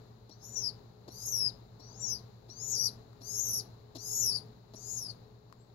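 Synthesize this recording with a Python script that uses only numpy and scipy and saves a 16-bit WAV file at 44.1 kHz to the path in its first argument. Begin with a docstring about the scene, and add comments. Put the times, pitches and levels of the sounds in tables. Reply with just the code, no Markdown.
"""A low hum and the drone of a fan fill a small room; then a pigeon chick begs at a feeding syringe.
A soft wet gulp opens each of seven thin squeaks, which rise to a crest, fall and collapse into rasp.
The squeaks are two gliding whistles, one for each side of the syrinx, with side tones, noise and overtones.
Gulps and small clicks are struck resonances, the strongest click near the end; a faint peep follows it.
The background is filtered noise and two beating motor tones, and it swells around each squeak."""
import sys
import numpy as np
from scipy import signal
from scipy.fft import rfft, irfft
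from scipy.io import wavfile

SR = 44100
rng = np.random.default_rng(int(sys.argv[2]) if len(sys.argv) > 2 else 0)


def generate_wav(signal):
    """Clip the signal to [-1, 1] and save it as 16-bit WAV at the path in sys.argv[1]."""
    frames = np.transpose(np.atleast_2d(signal))
    scaled = np.clip(frames, -1, 1) * 32767
    pcm = np.round(scaled).astype(np.int16)
    wavfile.write(sys.argv[1], SR, pcm)


N = 253198
TIME = np.arange(N) / SR
FREQS = np.maximum(np.arange(N // 2 + 1) * SR / N, 1)
DROP_S = .027   # length of the collapse that ends a squeak

# The squeaks. Each row: start, rise and fall in seconds, crest and foot of the high voice in Hz,
# gap down to the low voice at the foot in Hz, bend of the rise, bend of the fall (over 1 = early),
# flip of the low voice in seconds after the start and in Hz, lead of the high voice in dB,
# rasp over clean voice in dB while rising and while falling, hoarseness from 0 to 1.
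SQUEAKS = [(.31, .232, .14, 7120, 5347, 360, 1.3, 1.1, .11, 900, -1.5, -12, -17.5, 0.91),
           (1.1, 0.21, 0.17, 6560, 5250, 251.9, 2.8, 2.3, .165, 652, -1, -4, -17, 0.704),
           (1.799, 0.21, 0.17, 7600, 5385, 524, .45, 1.29, 0.16, 1298, -1.5, -11, -21, 0.73),
           (2.5, 0.22, 0.15, 6950, 5740, 870, 2.1, 2.15, 0.11, 912, 3.5, -12, -14, 0.6),
           (3.22, .215, .151, 6710, 5800, 318.6, 3.8, 2.27, 0.093, 89, 3, -4.5, -5.5, 0.446),
           (3.981, 0.23, 0.16, 6930, 5130, 380, 2.9, 1.9, 0.084, -7, -1.5, -0.5, -11.5, .3),
           (4.754, .21, 0.14, 6863, 4764, 356, 3.6, 1.7, 0.25, 596, 8.5, 1.5, -7.5, 0.64)]


def from_db(db):
    """Level is logarithmic: 20 dB is a tenfold amplitude."""
    return 10 ** (np.asarray(db) / 20)


def rms_one(x):
    """Normalize the effective (root mean square) amplitude to 1."""
    return x / np.sqrt(np.mean(x ** 2) + 1e-20)


def blend(a, b, share):
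    """Linear interpolation: a at share 0, b at share 1."""
    return a + (b - a) * share


def at_hz(points, axis=1):
    """Interpolate one column of a spectrum along logarithmic frequency."""
    points = np.array(points)
    return np.interp(np.log(FREQS), np.log(points[:, 0]), points[:, axis])


def colour(x, points, axis=1):
    """Linear filtering: each frequency is multiplied by its own gain."""
    return irfft(rfft(x) * from_db(at_hz(points, axis)), N)


def wobble(hz, size=N):
    """Low-passed noise: random motion up to about hz, of unit rms."""
    sos = signal.butter(2, min(hz, SR / 3), fs=SR, output="sos")
    settled = signal.sosfilt(sos, rng.standard_normal(size + SR // 10))[-size:]
    return rms_one(settled)


def resonate(x, modes):
    """Modal resonance: damped modes in parallel, whose bandwidth sets their decay."""
    out = 0
    for hz, width, db in modes:
        r = np.exp(-np.pi * width / SR)
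        poles = [1, -2 * r * np.cos(2 * np.pi * hz / SR), r * r]
        mode = signal.lfilter([1, 0, -1], poles, x + 1e-18)
        out = out + from_db(db) * (1 - r * r) / 2 * mode
    return out


def phase_of(hz):
    """Phase is the time integral of frequency."""
    return 2 * np.pi * np.cumsum(hz) / SR


def place(x, left_db, right_db, count=12):
    """Stereo level and time differences: the left microphone hears it count samples earlier."""
    later = np.pad(x, (count, 0))[:N]
    return np.array([from_db(left_db) * x, from_db(right_db) * later])


def chick():
    """Directional radiation: the whistles favour the left microphone, their overtones the right."""
    # Loudness of each squeak. Each row: time in seconds, voices and overtones in dB before make-up gain.
    loudness_curves = [
        [(0.31, -63, -87.5), (0.32, -55.5, -99), (0.378, -81, -105), (0.446, -53, -62.5), (0.492, -51.5, -61),
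         (0.51, -55, -67), (0.558, -44.5, -72), (0.568, -36.5, -57), (0.614, -42, -67), (0.648, -36, -57),
         (0.682, -36, -57.5), (0.712, -55, -63)],
        [(1.1, -61, -76), (1.136, -57, -64.5), (1.256, -42, -49.5), (1.268, -44, -41), (1.278, -41, -58),
         (1.29, -38, -45.5), (1.316, -43, -46), (1.326, -36.5, -49.5), (1.396, -34, -46), (1.446, -35.5, -50),
         (1.466, -30, -52.5), (1.498, -46.5, -67)],
        [(1.8, -63, -84), (1.83, -62, -100), (1.974, -58, -87), (2.044, -37, -62), (2.064, -40, -74),
         (2.104, -36, -54), (2.116, -33.5, -59), (2.126, -39, -52.5), (2.16, -44, -61), (2.185, -61, -76)],
        [(2.5, -53, -86), (2.55, -57, -81), (2.632, -41, -60.5), (2.644, -42.5, -63), (2.71, -36, -47),
         (2.73, -33.5, -58), (2.746, -35, -58), (2.754, -33.5, -50.5), (2.78, -35.5, -49.5),
         (2.866, -32.5, -47.5), (2.888, -38, -44.5), (2.9, -54, -42)],
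        [(3.22, -60, -69), (3.264, -48.5, -62.5), (3.288, -43.5, -52.5), (3.362, -37.5, -50.5),
         (3.396, -34, -45), (3.418, -35.5, -50), (3.436, -37, -45), (3.58, -38, -44), (3.608, -35, -54),
         (3.62, -41, -60)],
        [(3.98, -54, -72), (3.994, -50.5, -70.5), (4.066, -44, -47), (4.132, -37, -46), (4.164, -35, -41),
         (4.18, -35, -44), (4.218, -31.5, -42), (4.296, -34, -42.5), (4.338, -40, -52.5), (4.362, -33, -52),
         (4.378, -42, -48), (4.396, -50.5, -52)],
        [(4.755, -59, -61.5), (4.771, -49.5, -81), (4.785, -55.5, -71), (4.895, -41, -54.5),
         (4.977, -39, -54.5), (5.037, -47.5, -54), (5.067, -45, -56), (5.075, -54.5, -56), (5.103, -43, -62),
         (5.13, -63, -55)],
    ]
    # A faint peep. Each row: time in seconds, pitch in Hz, level in dB.
    peep_curve = [(5.56, 6950, -82), (5.61, 7520, -67.5), (5.65, 7800, -79), (5.69, 7900, -95)]
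    # Beak colour of the overtones. Each row: frequency in Hz, left and right gain in dB.
    beak_colour = [(7980, -29.5, -33), (9660, -10.5, -8), (10300, -3, -0.5), (11270, -7.5, 4.5),
                   (12470, -2, -2), (12930, -11, -9.5), (14500, -11, -15), (15400, -19, -20)]
    # Colour of the rasp. Each row: frequency in Hz, gain in dB.
    rasp_colour = [(3300, -35.5), (4500, -5), (6900, 7), (7700, -2), (8400, -16)]
    whistles, rasp, overtones = sum(
        squeak(call, loudness, rasp_width_hz=1010, flutter_hz=414.5, mixing=.3, fade_s=.005)
        for call, loudness in zip(SQUEAKS, loudness_curves))
    s, hz, db = np.transpose(peep_curve)
    peep_tone = np.sin(phase_of(np.interp(TIME, s, hz)))
    peep = from_db(np.interp(TIME, s, db)) * peep_tone * (TIME > s[0]) * (TIME < s[-1])
    voice = from_db(-0.36) * whistles + from_db(-6.0) * colour(rasp, rasp_colour) + peep
    left, right = place(overtones, left_db=-1.5, right_db=0.55, count=10)
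    bright = np.array([colour(left, beak_colour, axis=1), colour(right, beak_colour, axis=2)])
    return place(voice, left_db=-0.7, right_db=-22) + bright


def squeak(call, loudness, rasp_width_hz, flutter_hz, mixing, fade_s):
    """Two coupled oscillators: modulation spreads their whistles into rasp, products give overtones."""
    start, rise_s, fall_s = call[:3]
    end = start + rise_s + fall_s + DROP_S
    hoarse = np.clip(call[-1], 0, 1)
    inside = (TIME > start - fade_s) & (TIME < end + fade_s)
    t = TIME[inside]
    n = len(t)
    low_hz, high_hz, low_gain, high_gain, rasp_gain, overtone_gain = controls(t, call, loudness)

    # every call ends ragged, whatever its own hoarseness before
    strain = np.interp((t - start) / (end - start), [0, .45, .75, 1], [hoarse, hoarse, .72, .9])
    # the low voice is unsteady while it is weak
    weak = np.clip(1 - low_gain / np.max(low_gain) * 4, 0, 1)
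    low_jitter_hz = (45 * strain + 230 * weak * hoarse ** 2) * wobble(350, n) + 40 * wobble(45, n)
    low = phase_of(low_hz + low_jitter_hz)
    high_jitter_hz = 50 * strain * wobble(350, n) + 48 * wobble(50, n)
    high = phase_of(high_hz + high_jitter_hz)
    low_tone = np.exp(1j * low) * (1 + .28 * strain * wobble(200, n))
    high_tone = np.exp(1j * high) * (1 + .28 * strain * wobble(200, n))
    # the two sides take turns: as one surges the other sags
    turn = from_db(2.2 * np.tanh(wobble(35, n)) * (.4 + strain))
    whistles = np.sqrt(2) * (low_gain * low_tone * turn + high_gain * high_tone / turn)

    # a fast flutter sets rows of side tones beside the voices, and the two voices mix
    beat = phase_of(flutter_hz + 25 * wobble(40, n) + 70 * strain * wobble(150, n))
    side_tones = high_tone * (np.exp(-1j * beat) + .4 * np.exp(1j * beat) + .45 * np.exp(2j * beat))
    side_tones += 0.31 * low_tone * np.exp(-2j * beat)
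    side_tones += mixing * np.exp(1j * (2 * high - low))
    # unsteady membranes spread noise around each whistle
    noise = 0
    for tone in (0.26 * low_tone, high_tone):
        noise = noise + tone * (wobble(rasp_width_hz, n) + 1j * wobble(rasp_width_hz, n))
    noise_share = .72 * strain
    rasp = np.sqrt(1 - noise_share) * side_tones / np.std(side_tones)
    rasp = rasp + np.sqrt(noise_share) * noise / np.std(noise)

    # doubled pitches, the sum tone of both voices, and their side tones
    grit = .55 * rasp * (high_tone + .8 * low_tone)
    products = 0.61 * low_tone ** 2 + 0.22 * low_tone * high_tone + 0.7 * high_tone ** 2
    overtones = np.real(products + grit)
    parts = np.array([whistles.real, np.sqrt(2) * rasp_gain * rasp.real,
                      overtone_gain * rms_one(overtones)])
    # a quick start and a softer end
    fade = np.clip(np.minimum((t - t[0]) / fade_s, (t[-1] - t) / (3 * fade_s)), 0, 1)
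    out = np.zeros((3, N))
    out[:, inside] = parts * fade
    return out


def controls(t, call, loudness):
    """Frequency glides and energy sharing: pitches and gains of both voices, gains of rasp and overtones."""
    # Cracks of the voice. Each row: time and half length in seconds, sag of the high and of the low
    # voice in Hz, change of rasp in dB.
    cracks = [(.648, .014, 176, 227, -1), (1.368, .016, 149.5, 153, 6), (2.704, 0.023, 4.5, -6, 21),
              (2.778, 0.023, 544, 742, 13), (2.85, 0.01, -2.5, -1.5, 9), (3.382, .02, 323, 1, -9.5),
              (3.406, .012, 0.5, 2, 4.5), (4.277, 0.014, 220.5, 148.5, -2), (4.329, 0.017, 258, 304, 3)]
    # Balance of the voices. Each row: stage (0 start, 1 crest, 2 foot), high minus low in dB before the lead.
    voice_balance = [(0, 3), (.5, 1.5), (.97, 8.5), (1.14, -5.5), (1.5, 6), (2, -7)]
    high_start_hz, low_start_hz, low_crest_hz = 5490, 4030, 5962
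    scoop_hz, scoop_s, flip_s = 551, .025, 0.024   # the low voice scoops up at once, then creeps, and flips
    low_fall_bend, low_linger = 1.1, 1.35   # it lingers at the crest, then falls a little faster
    high_end_hz, low_end_hz, drop_rasp_db = 4220, 3940, 18   # the pitch collapses into rasp
    turnover_s = 0.023   # the rasp level changes over this time around the crest
    voice_makeup_db, overtone_makeup_db = 6.5, 5.5

    (start, rise_s, fall_s, crest_hz, foot_hz, gap_hz, bend, fall_bend,
     flip_at_s, flip_hz, lead_db, rasp_up_db, rasp_down_db, _) = call
    age = np.maximum(t - start, 0)
    stages = [age / rise_s, (age - rise_s) / fall_s, (age - rise_s - fall_s) / DROP_S]
    up, down, drop = np.clip(stages, 0, 1)
    high_sag, low_sag, crack_db = sum(
        np.outer(depths, np.exp(-((t - s) / half_s) ** 2)) for s, half_s, *depths in cracks)

    # pitch: rise, fall, drop
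    high_hz = crest_hz - (crest_hz - high_start_hz) * (1 - up) ** bend
    scoop = scoop_hz * (1 - np.exp(-age / scoop_s))
    flip = flip_hz * .5 * (1 + np.tanh((age - flip_at_s) / flip_s))
    creep = (low_crest_hz - low_start_hz - scoop_hz - flip_hz) * up
    low_hz = low_start_hz + scoop + flip + creep
    high_hz = blend(foot_hz, high_hz, (1 - down) ** fall_bend)
    low_hz = blend(foot_hz - gap_hz, low_hz, (1 - down ** low_linger) ** (low_fall_bend * fall_bend))
    high_hz = blend(high_hz, high_end_hz, drop) - high_sag
    low_hz = blend(low_hz, low_end_hz, drop) - low_sag

    # the voices and the rasp share the loudness
    falling = np.clip((age - rise_s) / turnover_s + .5, 0, 1)
    high_over_low = from_db(lead_db + np.interp(up + down, *np.transpose(voice_balance)))
    rasp = from_db(blend(rasp_up_db, rasp_down_db, falling) + crack_db + drop_rasp_db * drop)
    s, voice_db, overtone_db = np.transpose(loudness)
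    clean = from_db(voice_makeup_db + np.interp(t, s, voice_db)) / np.hypot(1, rasp)
    low_gain = clean / np.hypot(1, high_over_low)
    overtone_gain = from_db(overtone_makeup_db + np.interp(t, s, overtone_db))
    return low_hz, high_hz, low_gain, low_gain * high_over_low, clean * rasp, overtone_gain


def gulps(slap_hz, hiss_throb):
    """Source and resonator: a short run of wet slaps rings the throat, with a hiss at the beak."""
    # The gulps. Each row: start and length in seconds, throat and wet hiss in dB before placing.
    gulp_rows = [(0.291, 0.013, -53, -55.5), (1.078, 0.017, -47, -49.5), (1.793, 0.021, -58, -60),
                 (2.485, 0.016, -57, -59), (3.208, 0.017, -52.5, -56), (3.949, 0.028, -47, -43.5),
                 (4.734, 0.017, -49.5, -53.5)]
    # Throat resonances. Each row: frequency and width in Hz, relative level in dB.
    throat_modes = [(334, 130, 6), (493, 270, 1), (663, 95, 6)]
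    # Colour of the wet hiss. Each row: frequency in Hz, relative density in dB per Hz.
    wet_colour = [(1500, -17.5), (3000, -8), (4300, 10.5), (7000, -1), (8500, -22), (12000, -4),
                  (15500, -38)]
    throat_gain, hiss_gain = np.zeros((2, N))
    for s, length, throat_db, hiss_db in gulp_rows:
        half_round = np.sqrt(np.maximum(1 - (2 * (TIME - s) / length - 1) ** 2, 0))
        throat_gain += from_db(throat_db) * half_round
        hiss_gain += from_db(hiss_db) * half_round
    # an irregular slap rate; each slap decays through its cycle
    cycle = phase_of(slap_hz * np.exp(0.34 * wobble(250))) / (2 * np.pi) % 1
    slaps = np.exp(-6 * cycle) * (1 + hiss_throb * rng.standard_normal(N))
    throat = resonate(slaps * throat_gain, throat_modes) / np.std(resonate(slaps, throat_modes))
    throbbing_noise = np.exp(-2.5 * cycle) * rng.standard_normal(N)
    hiss = hiss_gain * rms_one(colour(throbbing_noise, wet_colour))
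    return place(throat, left_db=2.0, right_db=-1.5) + place(hiss, left_db=0.0, right_db=-16.0)


def clicks():
    """Impulse response: hard ticks excite heavily damped modes."""
    # The clicks. Each row: time in seconds, strength of the impulse in dB.
    tick_rows = [(1.902, -45), (3.131, -41.5), (5.4998, -48), (5.526, -30.5)]
    # Resonances of the click. Each row: frequency and width in Hz, relative level in dB.
    tick_modes = [(1130, 204, 16), (4460, 690, -1.5), (7000, 1500, -43), (12900, 3000, -17)]
    hits = np.zeros(N)
    for s, db in tick_rows:
        hits[round(s * SR)] = -from_db(db)
    return place(resonate(hits, tick_modes), left_db=8.5, right_db=-4.5)


def room(x, t60, early_db, early_s, tail_db):
    """Reverberation: near scatter, then a faint decaying tail, independent at each microphone."""
    t = TIME[:SR // 2]
    out = x.copy()
    for decay, db in ((np.exp(-t / early_s), early_db), (from_db(-60 * t / t60), tail_db)):
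        echoes = rng.standard_normal((2, len(t))) * decay * (t > .001)
        echoes /= np.sqrt(np.sum(echoes ** 2, axis=1, keepdims=True))   # unit energy
        out += from_db(db) * signal.fftconvolve(x, echoes, axes=1)[:, :N]
    return out


def background(air_db, fan_db, hum_db):
    """Superposition: partly coherent room tone, a fan's narrow drone, motors beating eight times a second."""
    # Room tone. Each row: frequency in Hz, left and right relative density in dB per Hz.
    room_tone = [(27, -11, -14), (44.6, 0, -4), (215.2, -2, -2), (266.6, -8.5, -9), (828, -8.5, -17.5),
                 (1224, -16.5, -22), (2300, -28, -32), (3300, -28, -36.5), (4040, -15, -30.5),
                 (5760, -30, -44.5), (7200, -27.5, -42), (8160, -50.5, -53.5), (11900, -41, -36),
                 (15500, -35.5, -40)]
    # Coherence of the room tone. Each row: frequency in Hz, left-right likeness from 0 to 1.
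    likeness = [(100, 0.86), (300, 0.64), (700, 0), (1300, 0)]
    # Motor tones. Each row: frequency in Hz, level in dB before hum_db and placing.
    hum_tones = [(111.92, -60.5), (119.95, -57.4), (223.84, -73)]
    swell = from_db(swelling())
    alike = np.clip(at_hz(likeness), 0, 1)
    mid, side = rfft(rng.standard_normal((2, N))) * np.sqrt([1 + alike, 1 - alike])
    left = colour(irfft(mid + side, N), room_tone, axis=1)
    right = colour(irfft(mid - side, N), room_tone, axis=2)
    air = from_db(air_db) * rms_one(np.array([left, right]))
    fan = rms_one(resonate(rng.standard_normal(N), [(422.1, 11.5, 0)]))
    fan = from_db(fan_db) * place(fan, left_db=5.0, right_db=-5)
    hum = np.sqrt(2) * sum(from_db(db) * np.cos(2 * np.pi * hz * TIME) for hz, db in hum_tones)
    hum = from_db(hum_db) * place(hum, left_db=-0.74, right_db=-1.4)
    return swell * (air + fan + hum)


def swelling():
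    """Amplitude modulation in dB: the background rises around each squeak and sinks after it."""
    # Slow drift of the background. Each row: time in seconds, level in dB before the swells.
    drift = [(0, 3.5), (.3, -1.8), (1.3, .4), (2.1, -0.5), (2.9, 0.65), (4.3, .5), (5.1, -1.7),
             (5.74, -0.7)]
    swell_db, rest_db = 7, -3.5
    lag_s, swell_rise_s, sink_s = 0.12, 0.48, 0.32   # the lag runs from crest to peak
    peaks = [start + rise_s + lag_s for start, rise_s, *_ in SQUEAKS]
    swell = np.max([np.interp(TIME - s, [-swell_rise_s, 0, sink_s], [0, 1, 0]) for s in peaks], axis=0)
    return rest_db + swell_db * swell + np.interp(TIME, *np.transpose(drift))


def scene():
    """Direct and reflected sound: the bird close by in a damped room, gulps and clicks almost dry."""
    bird = room(chick(), t60=.2, early_db=-8, early_s=.009, tail_db=-13)
    small_sounds = gulps(slap_hz=280.5, hiss_throb=0.98) + clicks()
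    small_sounds = room(small_sounds, t60=0.26, early_db=-13, early_s=0.014, tail_db=-14.5)
    return bird + small_sounds + background(air_db=-56.5, fan_db=-66.0, hum_db=1.63)


def record(dry):
    """Band limiting: a steep elliptic low-pass cuts the top above 15750 Hz."""
    return signal.sosfilt(signal.ellip(12, .1, 90, 15750, fs=SR, output="sos"), dry)


dry = scene()
out = record(dry)
generate_wav(out)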